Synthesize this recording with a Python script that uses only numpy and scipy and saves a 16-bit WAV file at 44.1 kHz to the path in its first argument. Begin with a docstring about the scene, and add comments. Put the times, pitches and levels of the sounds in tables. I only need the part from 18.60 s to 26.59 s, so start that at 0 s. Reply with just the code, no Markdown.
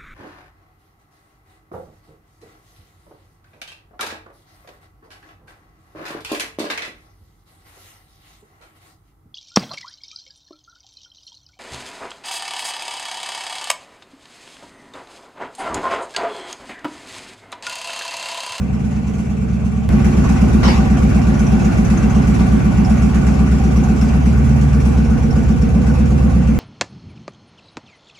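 """Motorcycle idling in a workshop

A big two-cylinder motorcycle idles in a workshop bay and is walked backwards towards the open door.
Each firing thumps the pipes and the bay, and blows a puff of hiss over the engine's clatter.
Valves chink and tick, a hollow tone climbs near the door, and a gear clunks in, with two lighter
knocks later. Early on the sound jumps louder with a click."""
import sys
import numpy as np
from scipy import signal
from scipy.fft import rfft, irfft, next_fast_len
from scipy.io import wavfile
from scipy.ndimage import uniform_filter1d

SR = 44100
rng = np.random.default_rng(int(sys.argv[2]) if len(sys.argv) > 2 else 0)


def wav_out(sig):
    """Save sig, one row per channel (or a flat mono array), as 16-bit PCM at SR to the path in sys.argv[1]."""
    wavfile.write(sys.argv[1], SR, np.round(np.clip(np.atleast_2d(sig).T, -1, 1) * 32767).astype(np.int16))


N = 352359

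JUMP_S = 1.2909  # when the sound jumps louder
RUN_IN = 20000  # samples for which the engine already runs before the start


def gain_of(db):
    """Turn decibels into a number to multiply by."""
    return 10 ** (np.asarray(db) / 20)


def evened(x):
    """Scale a sound to an average power of one."""
    return x / np.sqrt(np.mean(x ** 2) + 1e-20)


def level_at(points, hz):
    """Read a curve of (f/Hz, level/dB) points at any frequency."""
    f, db = np.transpose(points)
    return np.interp(np.log(hz + 1), np.log(f + 1), db)


def tinted(x, points):
    """Colour a sound with a curve of (f/Hz, level/dB) points."""
    size = next_fast_len(N)
    gains = gain_of(level_at(points, np.fft.rfftfreq(size, 1 / SR)))
    return irfft(rfft(x, size) * gains, size)[..., :N]


def spikes(times, sizes, before=0):
    """One spike at each time; the array starts `before` samples ahead of time zero."""
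    out = np.zeros(N + before)
    at = np.round(np.asarray(times) * SR).astype(int) + before
    inside = (at >= 0) & (at < len(out))
    np.add.at(out, at[inside], (sizes * np.ones(len(at)))[inside])
    return out


def patchy_noise(colour_db, patchy_db):
    """Coloured noise with drifting louder and softer patches."""
    real, imag, patches = rng.standard_normal((N // 256 + 5, 513, 3)).T
    patches = evened(uniform_filter1d(uniform_filter1d(patches, size=10, axis=0), size=8, axis=1))
    spectra = (real + 1j * imag) * gain_of(colour_db[:, None] + patchy_db * patches)
    return signal.istft(spectra, nperseg=1024, noverlap=768)[1][:N]


def narrow_noise(phase, cutoff_hz):
    """Noise gathered round one pitch: a tone with a random wobble, mostly slower than the cutoff."""
    wobble = signal.lfilter(*signal.butter(2, cutoff_hz, fs=SR), rng.standard_normal((len(phase), 4)).T)
    return evened(((wobble[:2] + 1j * wobble[2:]) * np.exp(1j * phase)).real)


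def firings(speed, first_s):
    """Firing times of the lead cylinder and the other one: each fires once in two engine turns."""
    t = np.arange(-RUN_IN, N + RUN_IN) / SR
    rpm = np.interp(t, *np.transpose(speed))
    cycles = np.cumsum(rpm) / (2 * 60 * SR)
    cycles -= np.interp(first_s, t, cycles)
    whole = np.arange(np.ceil(cycles[0]), cycles[-1] - 1)
    return np.interp(whole, cycles, t), np.interp(whole + .58, cycles, t)  # past halfway: an uneven beat


def pipe_ring(notes, lead, other, door):
    """Every firing rings the same low notes of the pipes and bay, never twice with equal strength."""
    # how strong the side is against the mid: f/Hz, level/dB
    side_colour = [(55, -36), (68, -22.5), (80, -13), (97, -10), (127, -4.5), (145, -18.5), (165, -14),
                   (182, -16.5), (206, -9.5), (222, -8), (240, -2), (256, -15), (360, -15)]
    out = np.zeros((2, N))
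    lead_size, other_size = (gain_of(.6 * rng.standard_normal(len(s))) for s in (lead, other))
    for k, (hz, t60, lead_ms, lead_db, other_ms, other_db, door_db) in enumerate(notes):
        kicks = spikes(lead + lead_ms / 1000, lead_size * gain_of(lead_db), RUN_IN)
        kicks += spikes(other + other_ms / 1000, other_size * gain_of(other_db), RUN_IN)
        dying = np.exp((2j * np.pi * hz - np.log(1000) / t60) / SR)
        rising = dying * np.exp(-hz / 1.2 / SR)  # the note swells for about one vibration
        tone = signal.lfilter([0, dying - rising], [1, -dying - rising, dying * rising], kicks)[RUN_IN:]
        tone = tone * gain_of(door_db * door)
        # left and right hear each note a little out of step
        out += [tone.imag, (-1) ** k * gain_of(level_at(side_colour, hz)) * tone.real]
    return out


def thumps(t, early, door, before, after):
    """The exhaust thumps and their echoes: far off at first, then close after the jump."""
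    # ringing notes of pipes and bay: f/Hz, time to fade by 60 dB (t60)/s, lead cylinder's delay/ms and
    # level/dB, other cylinder's delay/ms and level/dB, change at the door/dB
    near_notes = [(56.73, 0.4, -9.5, -14, -43, -13.5, -7), (66.2, 0.33, -35, -8.5, -29, -10, 0.5),
                  (76.8, 1, -36, -25, -17.5, -34, 4), (99.8, 0.39, -11, -17.5, -14, -11.5, -24),
                  (116.6, 0.24, -28.5, -22.5, -27, -21, 2.5), (128.5, 0.48, -9.5, -14.5, -7.5, -14, -6),
                  (144.75, 0.75, -2.5, -15.5, -1, -20.5, -2), (163.35, 0.25, -10.5, -17.5, 4.5, -19.5, 0.5),
                  (180.5, 0.6, -4, -16, 9.5, -25.5, -2.5), (207.9, 0.24, -2.5, -5, -2, -18, -14.5),
                  (223.53, 0.45, -0.7, -16.5, -15, -25.5, 2.5), (240.2, 0.52, -4, -18, -3.5, -23, -8.5),
                  (253.6, 0.42, -1.0, -17.5, -8, -31, -4), (267.7, 0.74, -5.5, -25.5, -26.5, -61, -2.5),
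                  (280.6, 0.39, -3, -29.5, -8, -40, -1), (331.3, 0.7, -0.7, -30.5, 4.5, -46, -7),
                  (363.3, 0.55, 4.5, -25.5, -1.1, -43.5, -12.5), (398, 0.45, 2.5, -38.5, -0.5, -45, -7),
                  (421.6, 0.63, 3, -40.5, 0, -46, -4), (467.4, .5, 3.5, -40, 0, -47, 0)]
    # the same columns, heard from further off
    far_notes = [(59.3, 0.59, 6, -22.5, -23.5, -21.5, 0.0), (67.9, 0.59, -37.5, -31, -29, -16, 0.0),
                 (75.9, 0.65, -39, -46, -22.5, -29.5, 0.0055), (95.7, 0.34, -15.5, -28.5, -19, -28.5, 0.0),
                 (109.1, 0.52, -35.5, -24, -22.5, -25, 0.0), (130, 0.67, -12, -33.5, -3, -24, 0.0039),
                 (143.8, 0.4, -15, -36.5, -13.5, -19.5, 0.0051),
                 (158, 0.38, -14.5, -29.5, 6, -20.5, 0.0058), (181.9, 0.4, -1.5, -21.5, 9.5, -21, 0.0),
                 (208.8, 0.25, -0.5, -14.5, -10, -22, 0.011), (222.7, 1, -0.05, -24.5, -13, -41.5, 0.0057),
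                 (236.7, 0.19, 0.3, -28, -16, -27, 0.0), (252, 0.88, -5.5, -34.5, -8, -42, 0.0)]
    far, near = pipe_ring(far_notes, *before, door), pipe_ring(near_notes, *after, door)
    far, near = far / np.std(far[0, early]), near / np.std(near[0, ~early])
    blend_s = .002
    boom = far + (near - far) * np.clip((t - JUMP_S) / blend_s, 0, 1)
    level_db = np.where(early, -18 + .65 * t, -12 + 3.2 * door)
    level_db = uniform_filter1d(level_db, round(blend_s * SR))
    return (boom + gain_of(-17) * bay_echoes(boom[0], t)) * gain_of(level_db)


def bay_echoes(x, t):
    """A blur of echoes; three echo tails take turns as rider and bike shift in the bay."""
    lag, t60 = np.arange(SR // 2) / SR, 1.0
    tails = rng.standard_normal((3, 2, len(lag))) * gain_of(-60 * lag / t60) * (lag > .015)
    turns = [np.cos(np.pi * (0.515 * t + k / 3)) for k in range(3)]
    echoes = sum(signal.oaconvolve((x * turn)[None], tail, axes=1)[:, :N]
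                 for turn, tail in zip(turns, tails))
    echoes = signal.lfilter(*signal.butter(2, 85, "high", fs=SR), echoes)
    return echoes / np.sqrt(1.5 * np.sum(tails[0, 0] ** 2)) * gain_of([[0], [-1.5]])


def clatter(t, early, door, lead, other):
    """Engine noise through the metal casings, plus a puff of hiss at each firing that the bay draws out."""
    # overall colour of the clatter and hiss as heard, with a narrow gap near 9 kHz in the mid:
    # f/Hz, level/dB
    mid_colour = [(160, 2), (280, 0.5), (368, -7.5), (399, -10), (771, -9.5), (950, -14.5), (1490, -17.5),
                  (1690, -22), (2300, -22.5), (3780, -34.5), (6320, -36.5), (7920, -40), (8860, -70.5),
                  (10400, -40), (13000, -59)]
    # the same for the side: f/Hz, level/dB
    side_colour = [(160, -23), (280, 1.5), (484, -3.5), (625, -9.5), (1690, -20.5), (2230, -21),
                   (3780, -34.5), (8050, -37), (10400, -43.5), (11600, -72), (13000, -55)]
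    # pitches that the casings boost: f/Hz, width/Hz, boost/dB
    casings = [(768.2, 13, 6), (1136, 42, 7), (1478, 61, 7), (2400, 96, 3.5), (2725, 42, 8),
               (5700, 330, 1.5)]
    # puffs against the steady noise: f/Hz, level/dB
    puff_colour = [(300, -14), (1000, -7.5), (3000, -6.5), (6000, 4.5), (12000, 2)]
    # change of colour before the jump: f/Hz, level/dB
    early_colour = [(300, -1), (450, -1), (800, -2.5), (1500, -3.5), (2700, -0.5), (5000, -3.5), (7500, -1),
                    (12000, -4)]
    hz, age = np.fft.rfftfreq(1024, 1 / SR), np.arange(SR // 5) / SR
    boost_db = sum(db / (1 + (2 * (hz - f) / width) ** 2) for f, width, db in casings)
    times = np.append(lead, other) - .012
    sizes = gain_of(2.2 * rng.standard_normal(len(times)))
    sizes[len(lead):] *= .75  # the other cylinder puffs more softly
    one_puff = (1 - np.exp(-age / 0.0024)) * gain_of(-60 * age / 0.41)
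    pulsing = evened(signal.oaconvolve(spikes(times, sizes), one_puff)[:N])
    layers = []
    for colour, db in ((mid_colour, 0), (side_colour, -1.5)):
        colour_db = level_at(colour, hz) + boost_db
        steady = patchy_noise(colour_db, patchy_db=2.02)
        puffs = pulsing * patchy_noise(colour_db + level_at(puff_colour, hz), patchy_db=2.9)
        layers.append(gain_of(db) * (steady + puffs))
    out = np.array(layers) / np.std(signal.lfilter(*signal.butter(2, 500, "high", fs=SR), layers[0]))
    out += gain_of(-7.5 - 2.5 * door) * valve_chinks(times)  # fainter as the engine backs away
    level_db = np.where(early, -37, -30 - np.maximum(t - 3.88, 0))  # later sinks by 1 dB a second
    return np.where(early, tinted(out, early_colour), out) * gain_of(level_db)


def valve_chinks(times):
    """Near each firing the valve gear strikes; each time different parts ring loudest."""
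    # ringing notes of casings and valve gear: f/Hz, level/dB, t60/s
    notes = [(762.5, 11.5, 0.46), (1160, 10.5, 0.17), (1466, 8.5, 0.15), (2240, -1, 0.11),
             (2330, -0.5, 0.14), (2604, 6.5, 0.1), (2756, -1.5, 0.076), (4750, -24, 0.09),
             (5060, -7, 0.079), (5560, -5, 0.085), (5900, -22, 0.13), (6040, -5, 0.23), (6570, -5.5, 0.16),
             (6930, -30, 0.068)]
    t, out = np.arange(SR // 5) / SR, np.zeros((2, N))
    swell = 1 - np.exp(-t / .004)  # the bay softens each strike
    draws = rng.standard_normal((len(times), len(notes), 4))
    for (hz, db, t60), (late, loud, mid, side) in zip(notes, draws.transpose(1, 2, 0)):
        ring = gain_of(db - 60 * t / t60) * swell * np.sin(2 * np.pi * hz * t)
        ring *= 1 + 0.14 * np.sin(2 * np.pi * .017 * hz * t)  # a nearby note makes it waver
        hits = [spikes(times + .012 * abs(late), gain_of(1.8 * loud) * np.tanh(share))
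                for share in (mid, side)]
        out += signal.oaconvolve(hits, ring[None], axes=1)[:, :N]
    return evened(out)


def hollow_tone(t, early):
    """A breathy, hollow tone holds its pitch, then climbs and swells as the door nears."""
    hz = 437 + 36 * np.maximum(t - 5.9, 0)
    swell_db = np.where(early, 0, 7.5 * np.exp(-((t - 7.13) / 1.25) ** 2))
    tone = narrow_noise(2 * np.pi * np.cumsum(hz) / SR, cutoff_hz=32)
    return tone * gain_of(-41 + swell_db) * [[1], [.6]]


def click():
    """A sudden step that quickly dies away, just where the sound jumps louder."""
    decay = np.exp(-1 / (0.0011 * SR))
    return -signal.lfilter([1], [1, -decay], spikes([JUMP_S], gain_of(-11.5)))


def gear_clunk():
    """Heavy steel knocks home: short rings and a crash of noise dying in the bay."""
    # the clunk, its bounces and two later knocks: t/s, level/dB
    knocks = [(2.029, -19), (2.05, -36), (2.075, -27), (3.791, -34), (7.338, -37)]
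    # colour of the crash as heard: f/Hz, level/dB
    crash_colour = [(180, -40), (300, -5), (849, 6), (1700, -6), (2440, -5.5), (3350, -12.5), (5380, -12),
                    (9050, -32.5), (10600, -30), (13000, -41)]
    # ringing notes of the steel: f/Hz, level/dB, t60/s
    notes = [(787, 4, 0.83), (835, -4, .4), (960, 2, 0.27), (1400, 2, 0.28), (1890, -12, 0.27),
             (2340, -13, 0.26), (2820, -9, .3)]
    times, levels_db = np.transpose(knocks)
    hits, t = spikes(times, gain_of(levels_db)), np.arange(SR // 2) / SR
    ring = sum(gain_of(db - 60 * t / t60) * np.sin(2 * np.pi * hz * t) for hz, db, t60 in notes)
    crash = signal.oaconvolve(hits, (1 - np.exp(-t / 0.0038)) * gain_of(-60 * t / 0.56))[:N]
    colour_db = level_at(crash_colour, np.fft.rfftfreq(1024, 1 / SR))
    noise = np.array([evened(patchy_noise(colour_db, 4.5)), 0.86 * evened(patchy_noise(colour_db, 1.5))])
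    return crash * noise + [[1.3], [.8]] * signal.oaconvolve(hits, ring / abs(ring).max())[:N]


def valve_ticks():
    """The loudest valve ticks: short bursts of hiss, each ringing round one high pitch."""
    # single ticks: t/s, level/dB, f/Hz
    ticks = [(2.616, -42, 5200), (2.7393, -44, 5870), (2.7907, -38, 6300), (2.8645, -36.5, 5920),
             (3.2467, -37.5, 6240), (3.3737, -36, 6300), (3.497, -38, 6230), (3.7425, -45, 6100),
             (4.246, -37, 5360), (5.1663, -37, 5740), (5.2357, -40, 6500), (5.412, -37, 5400),
             (6.7063, -40, 5380), (7.0166, -42.5, 5340)]
    t, out, t60 = np.arange(SR // 5) / SR, np.zeros((2, N)), 0.12
    for start_s, db, hz in ticks:
        ring = narrow_noise(2 * np.pi * hz * t, cutoff_hz=250)
        tick = gain_of(db - 60 * t / t60) * (1 - np.exp(-t / .0015)) * ring
        slot = out[:, round(start_s * SR):][:, :len(t)]
        slot += tick[:, :slot.shape[1]]
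    return out * [[1], [.7]]


def scene():
    """Add up the sounds as mid (what both ears share) and side (how they differ), then left and right."""
    # engine speed before the jump, and wandering up and down after it: t/s, speed/rpm
    early_idle = [(0, 1042.1), (.4, 1055.3), (1.2, 1022.5)]
    idle = [(1.33, 966.5), (1.96, 997.5), (2.09, 974.5), (2.55, 978.4), (3.1, 936.2), (3.73, 988.7),
            (4.04, 934.1), (4.36, 976.0), (5.12, 970.4), (5.25, 941.9), (5.83, 1024.0), (6.4, 981.3),
            (6.53, 924.3), (7.12, 936.8), (7.42, 1019.8), (7.9, 950.5)]
    # the walk backwards: t/s, share of the way to the door/0-1
    walk = [(3.3, 0.1), (4.3, 0.15), (5.8, 0.74), (6.8, 0.92), (7.3, 0.77), (7.99, 0.8)]
    t = np.arange(N) / SR
    door, early = np.interp(t, *np.transpose(walk)), t < JUMP_S
    before, after = firings(early_idle, first_s=.0231), firings(idle, first_s=1.3312)
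    lead, other = (np.append(a[a < JUMP_S], b[b >= JUMP_S]) for a, b in zip(before, after))
    engine = thumps(t, early, door, before, after) + clatter(t, early, door, lead, other)
    mid, side = engine + hollow_tone(t, early) + gear_clunk() + valve_ticks()
    return np.array([mid + side, mid - side]) + click()


def record(dry):
    """Colour the left side, cut the deepest bass, round off the peaks and cut the highest treble."""
    # left against right: f/Hz, level/dB
    left_colour = [(60, -0.5), (150, -1.5), (360, -1.5), (870, -3), (2120, 1.5), (5160, 1), (12600, 5)]
    stereo = np.array([tinted(dry[0], left_colour), dry[1]]) * gain_of(0.1)
    stereo = signal.lfilter(*signal.butter(2, 30., "high", fs=SR), stereo)
    rounded = 1.222 * np.tanh(stereo / 1.23)
    treble_cut = signal.firwin(511, 13400, window=("kaiser", 9), fs=SR)
    return signal.oaconvolve(rounded, treble_cut[None], "same")


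dry = scene()
out = record(dry)
wav_out(out)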